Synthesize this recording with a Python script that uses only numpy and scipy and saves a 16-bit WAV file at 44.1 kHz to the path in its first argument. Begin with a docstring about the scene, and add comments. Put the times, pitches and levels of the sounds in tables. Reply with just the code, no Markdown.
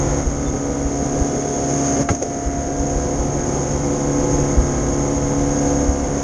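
"""The exhaust of a V8 jet boat drones at about 4200 rpm up a shallow river, close, from a cased camera behind
the wheel. Its orders are tones locked to the crank; the engine clatters and whines and the jet pump howls.
Water rushes and churns along the metal hull and spray hisses, all as shaped noise; eddies thump the microphone.
In a hard turn the hull skips clear, strikes the gravel bed with a clank and a boom of decaying plate tones,
and slaps back into the water in short noise bursts."""
import sys
import numpy as np
from scipy.fft import rfft, irfft, next_fast_len
from scipy.io import wavfile
from scipy.ndimage import map_coordinates

SR = 44100
rng = np.random.default_rng(int(sys.argv[2]) if len(sys.argv) > 2 else 0)


def output_pcm(signal):
    """Save a mono or channel-first signal as 16-bit PCM at the path in sys.argv[1].

    Samples are clipped to [-1, 1] before scaling.
    """
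    pcm = np.clip(np.atleast_2d(signal).T, -1, 1) * 32767
    wavfile.write(sys.argv[1], SR, np.round(pcm).astype(np.int16))


N = 274743

# crank speed, sagging in the turn and climbing on the straight: (time [s], speed [turns/s])
CRANK_SPEED = [(0, 70), (0.4, 70.6), (0.7, 69.85), (1, 70.46), (1.4, 70.5), (2, 69.4), (2.6, 69.6),
               (3.1, 70.7), (3.4, 70.6), (3.7, 70.6), (4.2, 71.14), (4.6, 70.1), (5.5, 70.8), (5.85, 70.76),
               (6.23, 70)]
# the hard turn: (time [s], heel of the hull [0-1])
HEEL = [(1.35, 0.05), (1.8, 0.85), (2.45, 1), (2.75, 0.09)]
# unevenly spaced exhaust puffs of one engine cycle: (place in the cycle [crank turns], level [dB])
EXHAUST_PUFFS = [(0, 0), (.46, -4), (1.02, 0), (1.47, -5)]
# colour of the spray, with the ring of the camera case: (frequency [Hz], relative level [dB])
SPRAY_COLOUR = [(1500, -19), (4000, -31), (4800, -24), (5500, -16.5), (6050, -13), (6510, 0), (6800, -7),
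                (7100, -16.5), (7500, -27.5), (7850, -40.5), (8400, -28.5), (9300, -28), (10000, -41.5),
                (11500, -53)]


def amp(db):
    """Amplitude factor of a level in dB."""
    return 10 ** (np.asarray(db) / 20)


def unit(x):
    """x scaled to rms 1."""
    return x / np.sqrt(np.mean(x ** 2) + 1e-20)


def clock():
    """The time of every sample in seconds."""
    return np.arange(N) / SR


def swell(centre_s, half_s):
    """A bell-shaped rise and fall, down to 1/e at half_s either side of its centre."""
    return np.exp(-((clock() - centre_s) / half_s) ** 2)


def along(points, hz):
    """(Hz, value) points interpolated on a log frequency axis."""
    f, v = np.transpose(points)
    return np.interp(np.log(hz + 1), np.log(f + 1), v)


def curves(rows):
    """One value per sample for each column after the time."""
    s, *cols = np.transpose(rows)
    return [np.interp(clock(), s, c) for c in cols]


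def wobble(rate):
    """A smooth random curve with rate knots a second."""
    coarse = clock()[::64]
    knots = rng.standard_normal(1024)
    return np.interp(clock(), coarse, map_coordinates(knots, [coarse * rate], mode="wrap"))


def filtered(x, response):
    """x times a response of frequency, padded so that its tail does not wrap round."""
    m = next_fast_len(N + SR // 2)
    return irfft(rfft(x, m) * response(np.fft.rfftfreq(m, 1 / SR)), m)[:N]


def colour(x, spectrum):
    """x shaped by a spectrum that falls away above its last point, at rms 1."""
    last_hz = spectrum[-1][0]
    return unit(filtered(x, lambda hz: amp(along(spectrum, hz)) / np.maximum(hz / last_hz, 1) ** 2))


def noise(spectrum):
    """Coloured noise of rms 1."""
    return colour(rng.standard_normal(N), spectrum)


def partial(angle, rough, rate):
    """A tone of the engine or drive whose strength and timing waver."""
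    return np.sqrt(2) * (1 + rough * wobble(rate)) * np.cos(angle + rough * wobble(rate))


def pipe_phase(hz):
    """The exhaust pipe lets the bass out a little late, which rounds each puff (radians)."""
    spread = 3  # radians for each e-fold in pitch
    centre_hz = 300
    return -spread * np.log((hz + 1) / centre_hz)


def lead(orders):
    """The angle at which each order leaves the pipe, in step with the puffs (radians)."""
    turns, db = np.transpose(EXHAUST_PUFFS)
    speed = np.mean(CRANK_SPEED, axis=0)[1]
    puff_sum = np.exp(-2j * np.pi * np.multiply.outer(orders, turns)) @ amp(db)
    return np.angle(puff_sum) + pipe_phase(orders * speed)


def cycle(crank, orders, db, smear):
    """The wave of two crank turns, its orders smeared in phase by so many radians."""
    size = 4096
    lines = np.zeros(size // 2 + 1, complex)
    phase = lead(orders) + smear * rng.standard_normal(len(orders))
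    # two crank turns make one cycle, so half orders fall on whole lines
    lines[np.rint(2 * orders).astype(int)] = amp(db) * np.exp(1j * phase)
    wave = irfft(lines) * size / np.sqrt(2)
    return np.interp(crank / (4 * np.pi) % 1 * size, np.arange(size), wave)


def drifting(crank, orders, db, rate, drift, smear):
    """The direct pulse plus two diffuse reflections off banks and water that come and go."""
    echoes = sum(wobble(rate) * cycle(crank, orders, db, 2 * np.pi) for _ in range(2))
    return (cycle(crank, orders, db, smear) + drift * echoes) / np.sqrt(1 + 2 * drift ** 2)


def exhaust(crank, effort_db, load_db):
    """The drone: crank-locked orders pile up into two puffs a turn; heeling shifts their balance."""
    # drone, of which only the departure from its mean counts: (time [s], level [dB])
    drone = [(0, -29.5), (0.55, -29), (0.7, -23), (1.5, -26.5), (1.95, -20), (2.2, -26), (2.95, -24.5),
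             (3.45, -32), (4.25, -24), (4.7, -29), (5.1, -27), (5.35, -23.5), (5.8, -23.5), (6.23, -28.5)]
    # orders that each follow effort, drone and heel: (multiple of crank speed, base level [dB],
    # rise with effort [dB/dB], rise with drone [dB/dB], change at full heel [dB])
    separate_orders = [(2, -28.4, 1.5, 0, -3), (4, -26.5, 0.83, 0.95, -1), (5, -34.5, 2.3, -0.8, -3),
                       (7, -30, 2.1, 1.37, -23), (9, -37, 0.65, .5, 0), (11, -40.5, 0.1, 0, -3.5),
                       (12, -42, 3.5, 0, -3.5), (14, -45.5, 1, 0, 1.5), (15, -46.5, 3, 0, -8)]
    # orders that rise and fall together, the half ones from unequal cylinders:
    # (multiple of crank speed, base level [dB])
    joint_orders = [(1, -34), (1.5, -42), (3, -38.5), (3.5, -33), (6, -44.5), (6.5, -43.5), (8, -42.5),
                    (9.5, -49.5), (10.5, -47.5), (12.5, -51), (13, -51.5), (13.5, -53), (17, -52),
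                    (18, -54.5), (21, -54.5), (23, -51.5)]
    drone_db, = curves(drone)
    heel, = curves(HEEL)
    drone_swell_db = drone_db - np.mean(drone_db)
    separate = np.zeros(N)
    for order, db, per_effort, per_drone, heel_db in separate_orders:
        level_db = db + per_effort * effort_db + per_drone * drone_swell_db + heel_db * heel
        level_db = level_db + 1.16 * wobble(3.47)
        separate += amp(level_db) * partial(order * crank + lead(order), rough=0.17, rate=22)
    orders, db = np.transpose(joint_orders)
    joint = drifting(crank, orders, db, rate=3.4, drift=0.47, smear=0.35)
    return separate + joint * amp(load_db + 1.2 * wobble(35))


def bark(crank, load_db):
    """No two firings burn alike: each puff gets a random extra kick through the pipe."""
    # colour of the kicks: (frequency [Hz], relative level [dB])
    bark_colour = [(70, -22), (130, 0), (300, 3.5), (520, 1), (750, -11), (1100, -17.5), (2200, -30)]
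    bark_db = -33.5  # at zero load
    turns, db = np.transpose(EXHAUST_PUFFS)
    cycles = np.arange(int(crank[-1] / (4 * np.pi)))
    at = np.searchsorted(crank, 2 * np.pi * (2 * cycles[:, None] + turns))
    strength = amp(db) * rng.uniform(-0.84, 1, at.shape)
    kicks = np.bincount(at.ravel(), strength.ravel(), N)[:N]
    piped = filtered(kicks, lambda hz: 1j * np.exp(1j * pipe_phase(hz)))
    return amp(bark_db + load_db) * colour(piped, bark_colour)


def clatter(crank):
    """Valves and blow-by: high orders buzz, noise jumps at each firing, one cylinder rasps when level."""
    # reference for buzz and rattle, which sit below it: (time [s], level [dB])
    clatter_level = [(0, -30.5), (.19, -30), (.25, -35), (1.1, -36.5), (2.02, -34), (2.15, -39.5),
                     (2.5, -39), (3.1, -35.5), (4.3, -34), (5.7, -33), (5.95, -36), (6.23, -34)]
    # colours of the buzz and of the rattle: (frequency [Hz], relative level [dB])
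    buzz_colour = [(1100, 3), (1500, 2.5), (1800, 0), (2200, -0.5), (2450, -11.5), (3300, -14.5)]
    rattle_colour = [(400, -34.5), (750, 8), (1000, 2.5), (1350, 1), (1750, -12.5), (2150, 0.5),
                     (2450, -22.5), (3300, -10), (4200, -16.5), (6000, -41.5)]
    loud_cylinder_turns, loud_cylinder_db = 1.15, 5  # its place in the cycle; its rise at zero heel
    firing_db = 1.5  # fall between firings, regained in a jump
    clatter_db, = curves(clatter_level)
    heel, = curves(HEEL)
    orders = np.arange(31, 96) / 2
    mean_speed = np.mean(np.diff(crank)) * SR / (2 * np.pi)
    half_db = -3 * (orders % 1 > 0)  # the half orders are weaker
    buzz_db = along(buzz_colour, orders * mean_speed) + half_db
    buzz = unit(drifting(crank, orders, buzz_db, rate=2.5, drift=0.61, smear=2.05))
    since_firing = crank * 2 / np.pi % 1  # four firings a turn
    # a narrow peak once every two turns
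    loud_cylinder = np.cos((crank - 2 * np.pi * loud_cylinder_turns) / 4) ** 70
    surge = amp(loud_cylinder_db * (1 - heel) * loud_cylinder - firing_db * since_firing)
    rattle = filtered(surge * noise(rattle_colour), lambda hz: 1 / (1 + (hz / 6000) ** 4))
    return amp(clatter_db - 8.0) * buzz + amp(clatter_db - 6.0) * unit(rattle)


def whine(crank, load_db):
    """A belt-driven accessory sings between the orders; other crank-locked tones swell and fade."""
    # tones of engine and drive: (time [s], half length [s], multiple of crank speed, level [dB])
    whine_swells = [(0.477, 0.02, 50.3, -49), (0.598, 0.37, 18, -49), (1.163, 0.18, 23, -42),
                    (1.4, 0.67, 6, -35), (1.47, 0.23, 48.2, -55), (3.096, 0.62, 23, -47),
                    (5.547, 0.45, 23, -46)]
    belt_ratio = 7.29  # multiple of crank speed
    out = amp(-36 + 2.1 * load_db) * partial(belt_ratio * crank, rough=0.17, rate=9)
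    for s, half_s, ratio, db in whine_swells:
        level = amp(db + 1.7 * wobble(16)) * swell(s, half_s)
        out = out + level * partial(ratio * crank, rough=0.22, rate=20)
    return out


def pump(crank):
    """The jet pump's impeller howls at ten times the shaft speed as the turn loads it."""
    # the howl, strongest in the turn: (time [s], level [dB])
    howl_level = [(0, -36), (0.5, -46), (1, -33.5), (1.4, -32), (1.9, -28), (2.2, -33.5), (2.55, -30.5),
                  (3.3, -36), (4.2, -40), (5, -43), (5.6, -32.5), (6.23, -35.5)]
    howl_db, = curves(howl_level)
    return amp(howl_db) * partial(10 * crank, rough=0.14, rate=22)


def flow(effort_db):
    """Levels of wash and spray in dB: both follow engine effort and change with each sheet of spray."""
    # sheets thrown up by the hull: (time [s], half length [s], change of hiss [dB], change of wash [dB])
    spray_sheets = [(0.105, 0.12, 1, 1), (1.25, 0.37, 2.2, 0.5), (1.87, 0.27, 5, 1.5),
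                    (2.95, 0.12, 1, -1.5), (3.62, 0.11, 1.4, 0.5), (4.39, 0.097, 1.5, 1.5),
                    (5.65, 0.17, 2, -1)]
    wash_db = -27.67 + 0.48 * effort_db
    spray_db = -31.5 + 0.69 * effort_db
    for s, half_s, hiss_db, churn_db in spray_sheets:
        sheet = swell(s, half_s)
        wash_db = wash_db + churn_db * sheet
        spray_db = spray_db + hiss_db * sheet
    return wash_db, spray_db


def water(crank, wash_db, spray_db):
    """Wash along the hull is shaken by the exhaust; droplets make the camera case ring near 6.5 kHz."""
    # colour of the wash: (frequency [Hz], relative level [dB])
    wash_colour = [(60, -25.5), (110, 0.5), (170, -0.5), (210, -4), (310, 0), (400, -1.5), (470, -5.5),
                   (550, -3), (630, -10.5), (800, -13), (1200, -34.5), (2500, -37.5)]
    burble_db = 0.54 * np.cos(2 * crank) + 2.1 * wobble(25)
    wash = unit(noise(wash_colour) * amp(burble_db)) * amp(wash_db)
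    drops = rng.standard_normal(N) * (rng.random(N) < 1800 / SR)  # about 1800 a second
    spray = colour(rng.standard_normal(N) + 0.46 * unit(drops), SPRAY_COLOUR)
    flutter_db = 0.52 * wobble(30) + 0.17 * wobble(130)
    spray = unit(spray * amp(flutter_db)) * amp(spray_db)
    return wash + spray


def wind():
    """A lumpy rumble, and single ragged eddies that push and pull the diaphragm."""
    # wind, 2 dB under the rumble it makes: (time [s], level [dB])
    wind_level = [(0, -26), (.2, -28), (.65, -32), (2.35, -41.5), (2.75, -30.5), (3.3, -31), (3.7, -34),
                  (4.45, -28), (5.8, -27.5), (6.23, -31)]
    # colour of the rumble: (frequency [Hz], relative level [dB])
    buffet_colour = [(12, -18), (24, 0.5), (36, -3), (60, 1), (85, -4.5), (130, -21), (300, -39.5)]
    # eddies that hit the microphone: (time [s], level [dB], half length [s])
    eddy_thumps = [(0.274, -8, 0.013), (0.494, -14, 0.016), (0.86, -14, 0.011), (1.221, -10, 0.007),
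                   (2.478, -16, 0.017), (2.811, -13, 0.01), (2.966, -13, 0.011), (3.207, -15.5, 0.016),
                   (4.352, -14, 0.014), (4.591, -8.5, 0.017), (5.023, -14, 0.012), (5.892, -9.5, 0.014)]
    swing_hz = 55.2  # swing of the diaphragm in an eddy
    wind_db, = curves(wind_level)
    out = amp(wind_db + 2.0) * unit(noise(buffet_colour) * amp(1.9 * wobble(14)))
    ragged = 0.26 * noise(buffet_colour)
    for s, db, half_s in eddy_thumps:
        swing = np.sin(2 * np.pi * swing_hz * (s - clock()))
        out = out + amp(db) * swell(s, half_s) * (swing + ragged)
    return out


def churn():
    """Water churns under the hull: each surge rings the hollow at its own pitch, as band-passed noise."""
    # surges: (time [s], half length [s], pitch [Hz], level [dB])
    hull_surges = [(0.134, 0.1, 510, -29.5), (1.499, 0.4, 410, -30), (2.848, 0.14, 487.2, -34),
                   (3.554, 0.51, 250, -34)]
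    sharpness = 4.3  # of the hollow resonance
    out = np.zeros(N)
    for s, half_s, centre_hz, db in hull_surges:
        hollow = filtered(rng.standard_normal(N),
                          lambda hz: 1 / (1 + (sharpness * np.log((hz + 1) / centre_hz)) ** 2) ** 2)
        out += amp(db) * swell(s, half_s) * unit(hollow)
    return out


def blows():
    """Stone cracks on the metal almost at once; the slap and splash of water swell over milliseconds."""
    # blows on the hull: (time [s], stone crack after its first spike [dB], water slap [dB],
    # splash [dB], time to fall 60 dB [s])
    hull_blows = [(2.006, -38, -19, -21, 0.1), (2.088, -16.5, -26, -20.5, 0.096),
                  (2.104, -37, -18.5, -25, 0.14), (2.148, -50, -44, -13.5, 0.024),
                  (2.214, -42, -17, -35, 0.21), (2.223, -32, -23, -16, 0.038)]
    # colours of stone on metal and of water slapping the hull: (frequency [Hz], relative level [dB])
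    stone_colour = [(90, -2), (250, 14), (800, 4), (1400, 0), (2000, -10), (2800, -12), (4500, -15.5),
                    (9000, -53)]
    slap_colour = [(60, -23), (140, -18), (330, 3), (600, -1), (1000, -27), (2500, -53)]
    t = clock()
    out = np.zeros(N)
    crack_rise_s, spike_s, wet_rise_s = 0.0003, 0.00051, 0.0026
    crack, slap, splash = noise(stone_colour), noise(slap_colour), noise(SPRAY_COLOUR)
    for s, crack_db, slap_db, splash_db, t60 in hull_blows:
        age = np.maximum(t - s, 0)
        attack = (1 - np.exp(-(age / crack_rise_s) ** 2)) * (1 + 1.2 * np.exp(-age / spike_s))
        hard = attack * amp(crack_db) * crack
        wet = (1 - np.exp(-age / wet_rise_s)) * (amp(slap_db) * slap + amp(splash_db) * splash)
        out += (t >= s) * amp(-60 * age / t60) * (hard + wet)
    return out


def skip():
    """The drop in dB of the water noise while the hull is clear of the water."""
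    # hull out of the water: (from [s], to [s], change of the water noise [dB])
    hull_skips = [(2.035, 2.101, -6.5), (2.17, 2.214, -2)]
    edge_s = 0.004  # half the length of each ramp
    drop_db = np.zeros(N)
    for a, b, db in hull_skips:
        drop_db += db * np.interp(clock(), [a - edge_s, a + edge_s, b - edge_s, b + edge_s], [0, 1, 1, 0])
    return drop_db


def ring(blow, modes, rise_s):
    """Hull plates ring briefly under one blow as decaying sines, damped by the water."""
    s, blow_db = blow
    age = np.maximum(clock() - s, 0)
    tones = sum(amp(blow_db + db - 60 * age / t60) * np.sin(2 * np.pi * hz * age) for hz, db, t60 in modes)
    return tones * (1 - np.exp(-age / rise_s))


def boom():
    """A hard clank of the bottom plate on stone, then a soft boom as the boat's weight lands."""
    # the blow on the stone and the landing on the gravel: (time [s], level [dB])
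    stone_strike = (2.0885, -17)
    gravel_landing = (2.1035, -5)
    # modes of the bottom plate and of the hull plates:
    # (frequency [Hz], level against the blow [dB], time to fall 60 dB [s])
    clank_modes = [(430, 0, 0.036), (815, -4, .09), (1115, -8.5, 0.11), (1338, -0.5, 0.069),
                   (1604, 0, 0.057), (2030, -6.5, 0.067), (2180, -8.5, 0.1), (2785, -10, 0.037)]
    plate_modes = [(100.6, -1, 0.1), (172, 0, 0.056), (300, -2, 0.04)]
    clank = ring(stone_strike, clank_modes, rise_s=0.00044)
    return clank + ring(gravel_landing, plate_modes, rise_s=0.0025)


def scene():
    """Engine, pump, water, hull and wind, all close to one microphone."""
    # engine effort, dropping sharply around the strike and then building again: (time [s], level [dB])
    effort = [(0, 0.5), (0.19, 1), (0.25, -2.5), (1, -1.9), (2.02, 0.8), (2.15, -5.5), (2.45, -4),
              (3, -0.63), (4.35, 1.93), (4.65, 1.25), (5.75, 0.74), (5.92, -0.2), (6.23, 0)]
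    speed, = curves(CRANK_SPEED)
    effort_db, = curves(effort)
    skip_db = skip()
    crank = 2 * np.pi * np.cumsum(speed + 0.0788 * wobble(14)) / SR  # crank angle [radians]
    # speed and effort together lift the joint exhaust orders, the bark and the belt
    load_db = 0.77 * effort_db + 0.31 * (speed - np.mean(speed))
    engine = exhaust(crank, effort_db, load_db) + bark(crank, load_db)
    engine = engine + clatter(crank) + whine(crank, load_db)
    wash_db, spray_db = flow(effort_db)
    river = water(crank, wash_db, spray_db) + churn()
    # water noise falls away while the hull is in the air, and the engine follows 0.72 of the drop in dB
    running = engine * amp(0.72 * skip_db) + river * amp(skip_db)
    return (running + pump(crank) + wind() + blows() + boom())[None]


def record(dry):
    """The camera fades out the lowest bass and keeps nothing above its band limit."""
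    low_hz, top_hz = 20, 11800
    return filtered(dry[0], lambda hz: (hz < top_hz) * (1 - np.exp(-(hz / low_hz) ** 2)))[None]


dry = scene()
out = record(dry)
output_pcm(out)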